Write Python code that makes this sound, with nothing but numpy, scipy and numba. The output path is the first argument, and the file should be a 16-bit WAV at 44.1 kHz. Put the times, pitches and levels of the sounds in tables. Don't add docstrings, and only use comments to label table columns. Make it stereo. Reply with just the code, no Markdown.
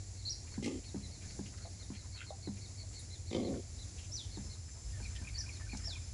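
import sys
import numpy as np
from scipy import signal
from scipy.fft import rfft, irfft
from scipy.io import wavfile
from scipy.ndimage import uniform_filter1d
from numba import njit

SR = 44100
rng = np.random.default_rng(int(sys.argv[2]) if len(sys.argv) > 2 else 0)


def wav_record(signal):
    frames = np.transpose(np.atleast_2d(signal))
    bounded = np.clip(frames, -1, 1)
    quanta = np.round(bounded * 32767).astype(np.int16)
    wavfile.write(sys.argv[1], SR, quanta)


N = 270333
T = np.arange(N) / SR


# time in seconds, throat level in dB, nasal rasp level in dB.
SNORT_LEVELS = [(.625, -41.5, -55.5), (.632, -38, -46.5), (.642, -46, -44), (.66, -36.5, -45),
                (.68, -34, -50), (.696, -41.5, -55), (.762, -41, -63), (.785, -47.5, -62.5),
                (.803, -52, -72.5)]
GROWL_LEVELS = [(3.311, -39.5, -52), (3.324, -44.5, -59.5), (3.33, -36, -47), (3.341, -44, -51.5),
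                (3.347, -33, -48), (3.364, -33.5, -48), (3.384, -35, -55.5), (3.47, -39, -63),
                (3.505, -35.5, -70.5), (3.6, -45, -65), (3.63, -75, -71.5)]
# resonance in Hz, width in Hz, relative gain in dB.
SNORT_THROAT_MODES = [(137.5, 59, -9.5), (250.7, 66.4, 4.5), (347.2, 120, -1), (543, 137, -13),
                      (833, 130, -18.5), (1235, 210, -25.5)]
GROWL_THROAT_MODES = [(136.8, 88, -4.5), (243.3, 100.7, 1.5), (336.3, 54, 3), (394, 67, -3),
                      (525.1, 120.4, -3.5), (700, 77.4, -12), (939, 99, -19), (1166, 196, -22)]
SNORT_SNOUT_MODES = [(2067, 385, 11.5), (2600, 480, 3.5), (3240, 720, 9), (4080, 560, 5.5),
                     (5840, 4800, 3.5)]
GROWL_SNOUT_MODES = [(2165, 547, 8), (3178, 484, 8), (3485, 550, 8), (4680, 2800, 2.5)]

def sow_growls(sink_per_s=.067, wander=.0219, closing_above_hz=780, closing_db_per_s=37):
    voice, rasp = np.zeros(N), np.zeros(N)
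    for levels, throat_modes, snout_modes in ((SNORT_LEVELS, SNORT_THROAT_MODES, SNORT_SNOUT_MODES),
                                              (GROWL_LEVELS, GROWL_THROAT_MODES, GROWL_SNOUT_MODES)):
        start_s = levels[0][0]
        t = seconds(levels[-1][0] - start_s)
        throat_db, rasp_db = curve(levels, start_s + t)
        flaps, puffs = glottis(t, hz=57.5, jitter=.14, puff_s=.007)
        loose = ramp(t, .06)
        flutter, hiss = rng.standard_normal((2, len(t)))
        push = flaps * (.9 - .45 * loose) + .35 * puffs + .6 * loose * flutter
        moving_modes = []
        for hz, width_hz, db in throat_modes:
            drift = 1 - sink_per_s * t + wander * random_drift(17.38)[:len(t)]
            closing_db = closing_db_per_s * t * (hz > closing_above_hz)
            moving_modes.append((hz * drift, width_hz, db - closing_db))
        throat = resonate(push, moving_modes)
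        throat /= np.sqrt(smooth(throat ** 2, 480, 300) + 1e-12)
        add(voice, start_s, throat * undb(throat_db) * fade(t, .0016))
        add(rasp, start_s, unit(resonate(puffs + .35 * hiss, snout_modes)) * undb(rasp_db))
    return (pen_echo(rasp, wet_db=-2, t60_s=.2, pan_db=3, spread=.9)
            + pen_echo(voice, wet_db=-11, t60_s=.22, pan_db=-.3, spread=1.4))


# start in seconds, level in dB, opening resonance in Hz, relative overtone level in dB,
# decay in seconds.
SHORT_GRUNTS = [(.577, -39.5, 249.4, -21, 0.0445), (.943, -40, 414.6, -18.5, 0.0454),
                (1.39, -42, 420.7, -14.5, 0.0403), (1.901, -45, 334, -16.5, 0.028),
                (2.472, -39.5, 414, -16, 0.0321), (4.371, -45, 401, -14, 0.078), (5, -55, 558, -4, 0.035),
                (5.212, -52, 319.4, -16.5, 0.021), (5.731, -45, 300, -9, 0.051)]

def sow_grunts(closed_hz=202, closing_s=.01195, overtone_s=.0175, chest_db=2.5, attack_s=.0029):
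    out, t = np.zeros(N), seconds(.2)
    overtone_modes = [(701.4, 107, -11.5), (877, 246, -11), (1670, 530, -21.5)]
    for start_s, db, open_hz, overtone_db, decay_s in SHORT_GRUNTS:
        flaps, puffs = glottis(t, hz=67, jitter=.03, puff_s=.008)
        push = (flaps + .2 * puffs) * np.exp(-t / decay_s)
        mouth_hz = closed_hz + (open_hz - closed_hz) * np.exp(-t / closing_s)
        mouth = unit(band(band(push, mouth_hz, 40), mouth_hz, 240))
        chest = unit(resonate(push, [(135, 40, -6), (closed_hz, 30, 0)]))
        overtones = unit(resonate(puffs, overtone_modes) * np.exp(-t / overtone_s))
        voice = (mouth + undb(chest_db) * chest + undb(overtone_db) * overtones) * ramp(t, attack_s)
        add(out, start_s, undb(db) * voice / np.std(voice[t < .04]))
    return pen_echo(out, wet_db=-13, t60_s=.3, pan_db=0, spread=1.2)


# start in seconds, level in dB, resonance in Hz, length in seconds.
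PIGLET_OINKS = [(1.65, -51, 675.5, 0.0284), (2.305, -42.5, 636.3, 0.014), (2.32, -55.5, 779, 0.034),
                (2.833, -63, 648.3, 0.0386), (5.874, -54, 669.4, 0.0237)]

def piglets():
    out = np.zeros(N)
    for start_s, db, hz, length_s in PIGLET_OINKS:
        t = seconds(length_s)
        flaps, puffs = glottis(t, hz=hz / 4, jitter=.05, puff_s=.004)
        voice = resonate(flaps + .2 * puffs, [(hz, 170, 0), (1.7 * hz, 300, -22)])
        add(out, start_s, undb(db) * unit(voice * np.exp(-t / length_s)) * fade(t, .00206))
    return pen_echo(out, wet_db=-7, t60_s=.2, pan_db=-1, spread=.8)


# time in seconds, level in dB.
SNUFFLE_LEVELS = [(2.15, -65), (2.188, -52.5), (2.2, -54.5), (2.213, -49), (2.232, -55), (2.26, -68)]
# resonance in Hz, width in Hz, relative gain in dB.
SNUFFLE_MODES = [(1484, 300, 3), (2144, 550, -5), (2650, 330, 1.5), (3200, 440, -2.5)]

def snuffle():
    out, start_s = np.zeros(N), SNUFFLE_LEVELS[0][0]
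    t = seconds(SNUFFLE_LEVELS[-1][0] - start_s)
    _, puffs = glottis(t, hz=120, jitter=.5, puff_s=.002)
    level_db = curve(SNUFFLE_LEVELS, start_s + t)[0]
    add(out, start_s, unit(resonate(puffs, SNUFFLE_MODES)) * undb(level_db) * fade(t, .005))
    return pen_echo(out, wet_db=-3, t60_s=.15, pan_db=3, spread=.7)


# start in seconds, level in dB, centre in Hz, length in seconds.
NEAR_SQUELCHES = [(.47, -62, 2330, .02), (.533, -61.5, 1714, 0.031), (1.209, -62, 2340, 0.0238),
                  (1.297, -63, 2180, 0.0255), (1.454, -60.5, 2800, 0.0403), (1.57, -63, 1500, 0.0253),
                  (1.572, -59.5, 4750, 0.0165), (1.934, -60, 2400, 0.0384), (2.568, -63, 2260, 0.019),
                  (2.988, -58.5, 10100, .031), (3.974, -62, 2850, 0.104), (5.15, -54, 3300, 0.0051),
                  (5.161, -49.5, 3250, 0.00854), (5.285, -58, 3300, 0.0083), (5.767, -48, 5360, 0.0083)]

def mud(herd_db=-72, walk_start_s=4.8, walk_db=-66):
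    out = np.zeros(N)
    for start_s, db, hz, length_s in NEAR_SQUELCHES:
        add(out, start_s, squelch(db, hz, length_s))
    for when, size, colour in rng.random((55, 3)):
        add(out, when * N / SR, squelch(herd_db + 8 * size, hz=600 * 4.5 ** colour, length_s=.032))
    for when, size, colour in rng.random((14, 3)):
        start_s = walk_start_s + when * (N / SR - walk_start_s)
        add(out, start_s, squelch(walk_db + 6 * size, hz=900 * 4 ** colour, length_s=.012))
    return pen_echo(out, wet_db=4.5, t60_s=.089, pan_db=12, spread=.25)


def squelch(db, hz, length_s, clicks_per_s=900):
    t = seconds(length_s)
    clicks = rng.standard_normal(len(t)) * (rng.random(len(t)) < clicks_per_s / SR)
    clicks *= undb(3 * rng.exponential(size=len(t)))
    ringing = band(band(clicks, hz, .342 * hz), hz, 3.7 * hz)
    return undb(db) * unit(ringing * fade(t, .0038) * np.exp(-t / length_s))


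# time of the top in seconds, level there in dB, top pitch in Hz, lead-in pitch in Hz,
# lead-in length in seconds, relative lead-in level in dB, half-fall time in seconds, tail in seconds.
NEAR_WHISTLES = [(.309, -36.5, 5756, 4255, .06, 0.5, 0.0277, 0.0279),
                 (4.147, -40.5, 5995, 5570, 0.0333, -4, 0.02685, 0.114),
                 (5.394, -37.5, 5847, 4450, .055, -7.5, .0229, .02644),
                 (5.867, -40.5, 5535, 5310, .036, -4.5, 0.0321, 0.1033)]

def near_bird(leap_s=.0135, rest_hz=3266, slide_hz_per_s=3900, fade_db_per_s=94, hold_s=.0684):
    out = np.zeros(N)
    for top_s, db, top_hz, lead_hz, lead_s, lead_db, fall_s, tail_s in NEAR_WHISTLES:
        t = np.arange(-lead_s, tail_s, 1 / SR)
        leap = np.exp(-np.abs(t / leap_s) ** 3)
        wiggle = .0379 * np.cos(2 * np.pi * (t + .041) / .034)
        rise_hz = lead_hz * (1 + wiggle) * (1 - leap) + top_hz * leap
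        fall_hz = rest_hz + (top_hz - rest_hz) / (1 + (t / fall_s) ** 2) - slide_hz_per_s * t
        hz = np.where(t < 0, rise_hz, fall_hz)
        shape_db = np.where(t < 0, lead_db * (1 - np.sqrt(leap)), -fade_db_per_s * t)
        fray = ramp(t - hold_s, .012)
        whistle = tone(t, hz, db + shape_db - 11 * fray, waver=.01, flutter_db=2.5 + 2 * fray)
        add(out, top_s - lead_s, whistle * fade(t, .0111))
    return pen_echo(out, wet_db=0, t60_s=.42, pan_db=3, spread=.9) * undb([[2.4], [-2.4]])


# time of the top in seconds, base level in dB, nominal pitch in Hz, droop depth from 0 to 1.
CHICK_PEEPS = [(.2, -61, 4414, 0.41), (.535, -60, 4547, 0.7), (.873, -59.5, 4490, 0.96),
               (1.047, -59, 4242, 0.48), (1.143, -59, 4474, 0.35), (1.305, -61, 4545, 0.28),
               (1.643, -59.5, 4440, 0.62), (1.815, -57, 4393, 0.85), (1.983, -60, 4384, 0.41),
               (2.158, -54.5, 4497, 0.73), (2.285, -57.5, 4433, 0.74), (2.455, -55.5, 4482, 0.66),
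               (2.64, -57, 4637, 0.96), (2.805, -57, 4535, 0.43), (2.975, -55.5, 4491, 0.86),
               (3.135, -57.5, 4258, 0.95), (3.29, -57.5, 4490, 0.97), (3.458, -57, 4374, .9),
               (3.81, -59, 4182, 0.66), (4.344, -58, 4450, 0.95), (4.522, -59, 4370, 0.6),
               (5.042, -59, 4504, 0.67), (5.545, -59.5, 4533, 0.98), (5.725, -58.5, 4500, 0.67)]
# nominal offset from the top in seconds, pitch ratio at full droop, relative level in dB.
PEEP_SHAPE = [(-.03, .94, -8), (-.014, .985, -2), (0, 1, 0), (.009, .95, -1), (.027, .79, -6)]

def chick():
    out = np.zeros(N)
    for top_s, db, hz, droop in CHICK_PEEPS:
        stretch = 1 + .25 * rng.uniform(-1, 1)
        t = np.arange(PEEP_SHAPE[0][0] * stretch, PEEP_SHAPE[-1][0] * stretch, 1 / SR)
        bend, shape_db = curve(PEEP_SHAPE, t / stretch)
        for ratio, gain_db in ((.9815, 4.5), (.5, -8)):
            partial_hz = ratio * hz * bend ** droop
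            peep = tone(t, partial_hz, db + shape_db + gain_db, waver=.021, flutter_db=3.8)
            add(out, top_s + t[0], peep)
    return pen_echo(out, wet_db=-2, t60_s=.35, pan_db=2.5, spread=.9)


# time of the accent in seconds, level in dB.
PHRASE_REPEATS = [(5.05, -45), (5.27, -43), (5.489, -43.5), (5.717, -42), (5.954, -44.5)]
# offset from the accent in seconds, length in seconds, start pitch in Hz, target pitch in Hz,
# relative level in dB.
PHRASE_NOTES = [(-.12, 0.031, 1945, 1794, -15.5), (-.085, 0.01814, 1892, 1727, -14),
                (-.052, .018, 1611, 1538, -11.5), (-.028, 0.01436, 2312, 2499, -9.5),
                (-.002, .02, 2680, 2260, -4), (0.014, 0.02, 2282, 2214, -14)]

def far_bird(glide_s=.00886):
    out = np.zeros(N)
    for accent_s, phrase_db in PHRASE_REPEATS:
        for offset_s, length_s, start_hz, target_hz, db in PHRASE_NOTES:
            t = seconds(length_s)
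            hz = target_hz + (start_hz - target_hz) * np.exp(-t / glide_s)
            note = tone(t, hz, phrase_db + db, waver=.007 - .001 * db, flutter_db=2.5)
            add(out, accent_s + offset_s, note * fade(t, .003))
    return pen_echo(out, wet_db=-3, t60_s=.7, pan_db=1.5, spread=.9)


# multiple of the cycle rate, relative level in dB.
ENGINE_ORDERS = [(4, -26.5), (5, -3), (6, -21.5), (7, 5), (8, 4.5), (10, -1)]

def engine(cycle_hz=12.13, level_db=-52):
    cycles = np.cumsum(cycle_hz * (1 + .00172 * random_drift(1.353))) / SR
    hum = np.zeros(N)
    for order, db in ENGINE_ORDERS:
        gain = undb(db + 1.2 * random_drift(3))
        hum += gain * np.cos(2 * np.pi * order * cycles + .75 * rng.standard_normal())
    return undb(level_db) * unit(hum)


# time of the top in seconds, level in dB, rise in seconds, decay in seconds.
LOW_SWELLS = [(4.17, -46.5, 1, 1.06), (4.89, -44, 0.091, 3.1)]

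def rumble(rest_db=-51):
    noise = coloured_noise([(15, -27.5), (30, -39), (50, 1), (68, -3), (95, 0), (125, -13.5),
                            (180, -29), (500, -42.5)])
    swells = [undb(db) * ramp(T - top_s + rise_s, rise_s) * np.exp(-np.maximum(T - top_s, 0) / decay_s)
              for top_s, db, rise_s, decay_s in LOW_SWELLS]
    return noise * np.hypot(undb(rest_db), np.linalg.norm(swells, axis=0))


def drone(start_s=.954, length_s=.87, pitch_hz=175.3, level_db=-61):
    out, t = np.zeros(N), seconds(length_s)
    hz = pitch_hz * (1 + .012 * random_drift(8)[:len(t)])
    db = level_db + 1.5 * random_drift(8)[:len(t)]
    add(out, start_s, tone(t, hz, db, waver=0, flutter_db=0) * fade(t, .06))
    return out


# frequency in Hz, relative noise density in dB.
AIR_MID_SPECTRUM = [(25, 4), (70, 6), (140, 4), (300, -0.5), (560, -8.5), (700, -8.5), (1250, -20),
                    (2230, -13), (3100, -22), (4300, -8.5), (5200, -6), (7200, -4.5), (8300, -20.5),
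                    (10200, -12), (11200, -27)]
AIR_SIDE_SPECTRUM = [(35, -24), (70, -1.5), (105, -2.5), (160, -12), (500, -14.5), (1100, -18.5),
                     (2240, -24), (3200, -29.5), (4500, -15), (6500, -16), (8100, -6.5), (9400, -29.5)]

def air(mid_db=-55, side_db=-56.5):
    swell_db = .5 * random_drift(5) + .45 * random_drift(28)
    mid = coloured_noise(AIR_MID_SPECTRUM) * undb(mid_db + swell_db)
    side = coloured_noise(AIR_SIDE_SPECTRUM) * undb(side_db + swell_db)
    return np.array([mid + side, mid - side])


# centre in Hz, width in Hz, relative gain in dB.
INSECT_BANDS = [(4936, 45, -1), (5250, 41, 4.5), (6135, 49, 4.5), (7074, 48, 5), (7410, 67, 0.5)]

def insects(shrill_hz=7262, width_hz=1130, shrill_db=-59.5, tones_db=-58.5, join_s=3.435, rise_s=.95):
    shrill = stereo_noise([(shrill_hz, width_hz, 0)]) * undb(shrill_db)
    tones = stereo_noise(INSECT_BANDS) * undb(tones_db) * ramp(T - join_s, rise_s)
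    return (shrill + tones) * undb(.9 * random_drift(12))


def glottis(t, hz, jitter, puff_s):
    timing, strength = rng.standard_normal((64, 2)).T
    periods_s = np.exp(jitter * timing * ramp(np.arange(64) - 2, 4)) / hz
    onsets = ((np.cumsum(periods_s) - periods_s[0]) * SR).astype(int)
    inside = onsets < len(t)
    flaps = np.zeros(len(t))
    flaps[onsets[inside]] = undb(1.3 * strength[inside])
    airflow = signal.lfilter([1], [1, -np.exp(-1 / (puff_s * SR))], flaps)
    return unit(flaps), unit(airflow * rng.standard_normal(len(t)))


def tone(t, hz, db, waver, flutter_db):
    wobble, flutter = (unit(smooth(noise, 70, 50)) for noise in rng.standard_normal((2, len(t))))
    phase = 2 * np.pi * np.cumsum(hz * (1 + waver * wobble)) / SR
    return np.sin(phase) * undb(db + flutter_db * flutter) * fade(t, .00083)


def pen_echo(x, wet_db, t60_s, pan_db, spread):
    t = seconds(.7)
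    decay = (undb(-60 * t / t60_s) + 1.5 * np.exp(-t / .008)) * (t > .002)
    mid, side = rng.standard_normal((2, len(t))) * decay
    tails = [mid + spread * side, mid - spread * side]
    wet = np.array([signal.fftconvolve(x, tail / np.linalg.norm(tail))[:N] for tail in tails])
    direct = x * undb([[pan_db / 2], [-pan_db / 2]])
    return (direct + undb(wet_db) * wet) / np.hypot(1, undb(wet_db))


def resonate(x, modes):
    return sum(undb(db) * band(band(x, hz, .99 * width_hz), hz, .99 * width_hz) * (-1) ** k
               for k, (hz, width_hz, db) in enumerate(modes))


def band(x, hz, width_hz):
    return svf(x, hz * np.ones(len(x)), float(width_hz))


@njit
def svf(x, hz, width_hz):
    out, band_state, low_state = np.empty(len(x)), 0., 0.
    for i in range(len(x)):
        g, damping = np.tan(np.pi * hz[i] / SR), width_hz / hz[i]
        passed = (band_state + g * (x[i] - low_state)) / (1 + g * (g + damping))
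        band_state = 2 * passed - band_state
        low_state += 2 * g * passed
        out[i] = damping * passed
    return out


def stereo_noise(modes):
    return np.array([unit(resonate(noise, modes)) for noise in rng.standard_normal((2, N))])


def coloured_noise(points):
    hz, db = np.transpose(points)
    bins_hz = np.maximum(np.fft.rfftfreq(N, 1 / SR), 1)
    gain = undb(np.interp(np.log(bins_hz), np.log(hz), db))
    return unit(irfft(rfft(rng.standard_normal(N)) * gain, N))


def random_drift(rate_hz):
    hold = int(SR / rate_hz)
    steps = np.repeat(rng.standard_normal(N // hold + 1), hold)
    return 2.17 * smooth(steps, hold, hold)[:N]


def smooth(x, first_samples, second_samples):
    return uniform_filter1d(uniform_filter1d(x, first_samples), second_samples)


def curve(rows, t):
    times_s, *columns = np.transpose(rows)
    return [np.interp(t, times_s, column) for column in columns]


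def add(out, start_s, x):
    i = max(int(start_s * SR), 0)
    out[i:i + len(x)] += x[:max(N - i, 0)]


def fade(t, edge_s):
    return ramp(np.minimum(t - t[0], t[-1] - t), edge_s)


def ramp(t, length):
    return np.clip(t / length, 0, 1)


def seconds(length_s):
    return np.arange(int(length_s * SR)) / SR


def undb(db):
    return 10 ** (np.asarray(db) / 20)


def unit(x):
    return x / np.sqrt(np.mean(x ** 2) + 1e-20)


def scene():
    pigs = sow_growls() + sow_grunts() + piglets() + snuffle() + mud()
    birds = near_bird() + chick() + far_bird()
    return pigs + birds + engine() + rumble() + drone() + air() + insects()


def record(dry):
    cutoff_hz = 11050
    return signal.sosfilt(signal.ellip(12, .2, 80, cutoff_hz, fs=SR, output="sos"), dry)


dry = scene()
out = record(dry)
wav_record(out)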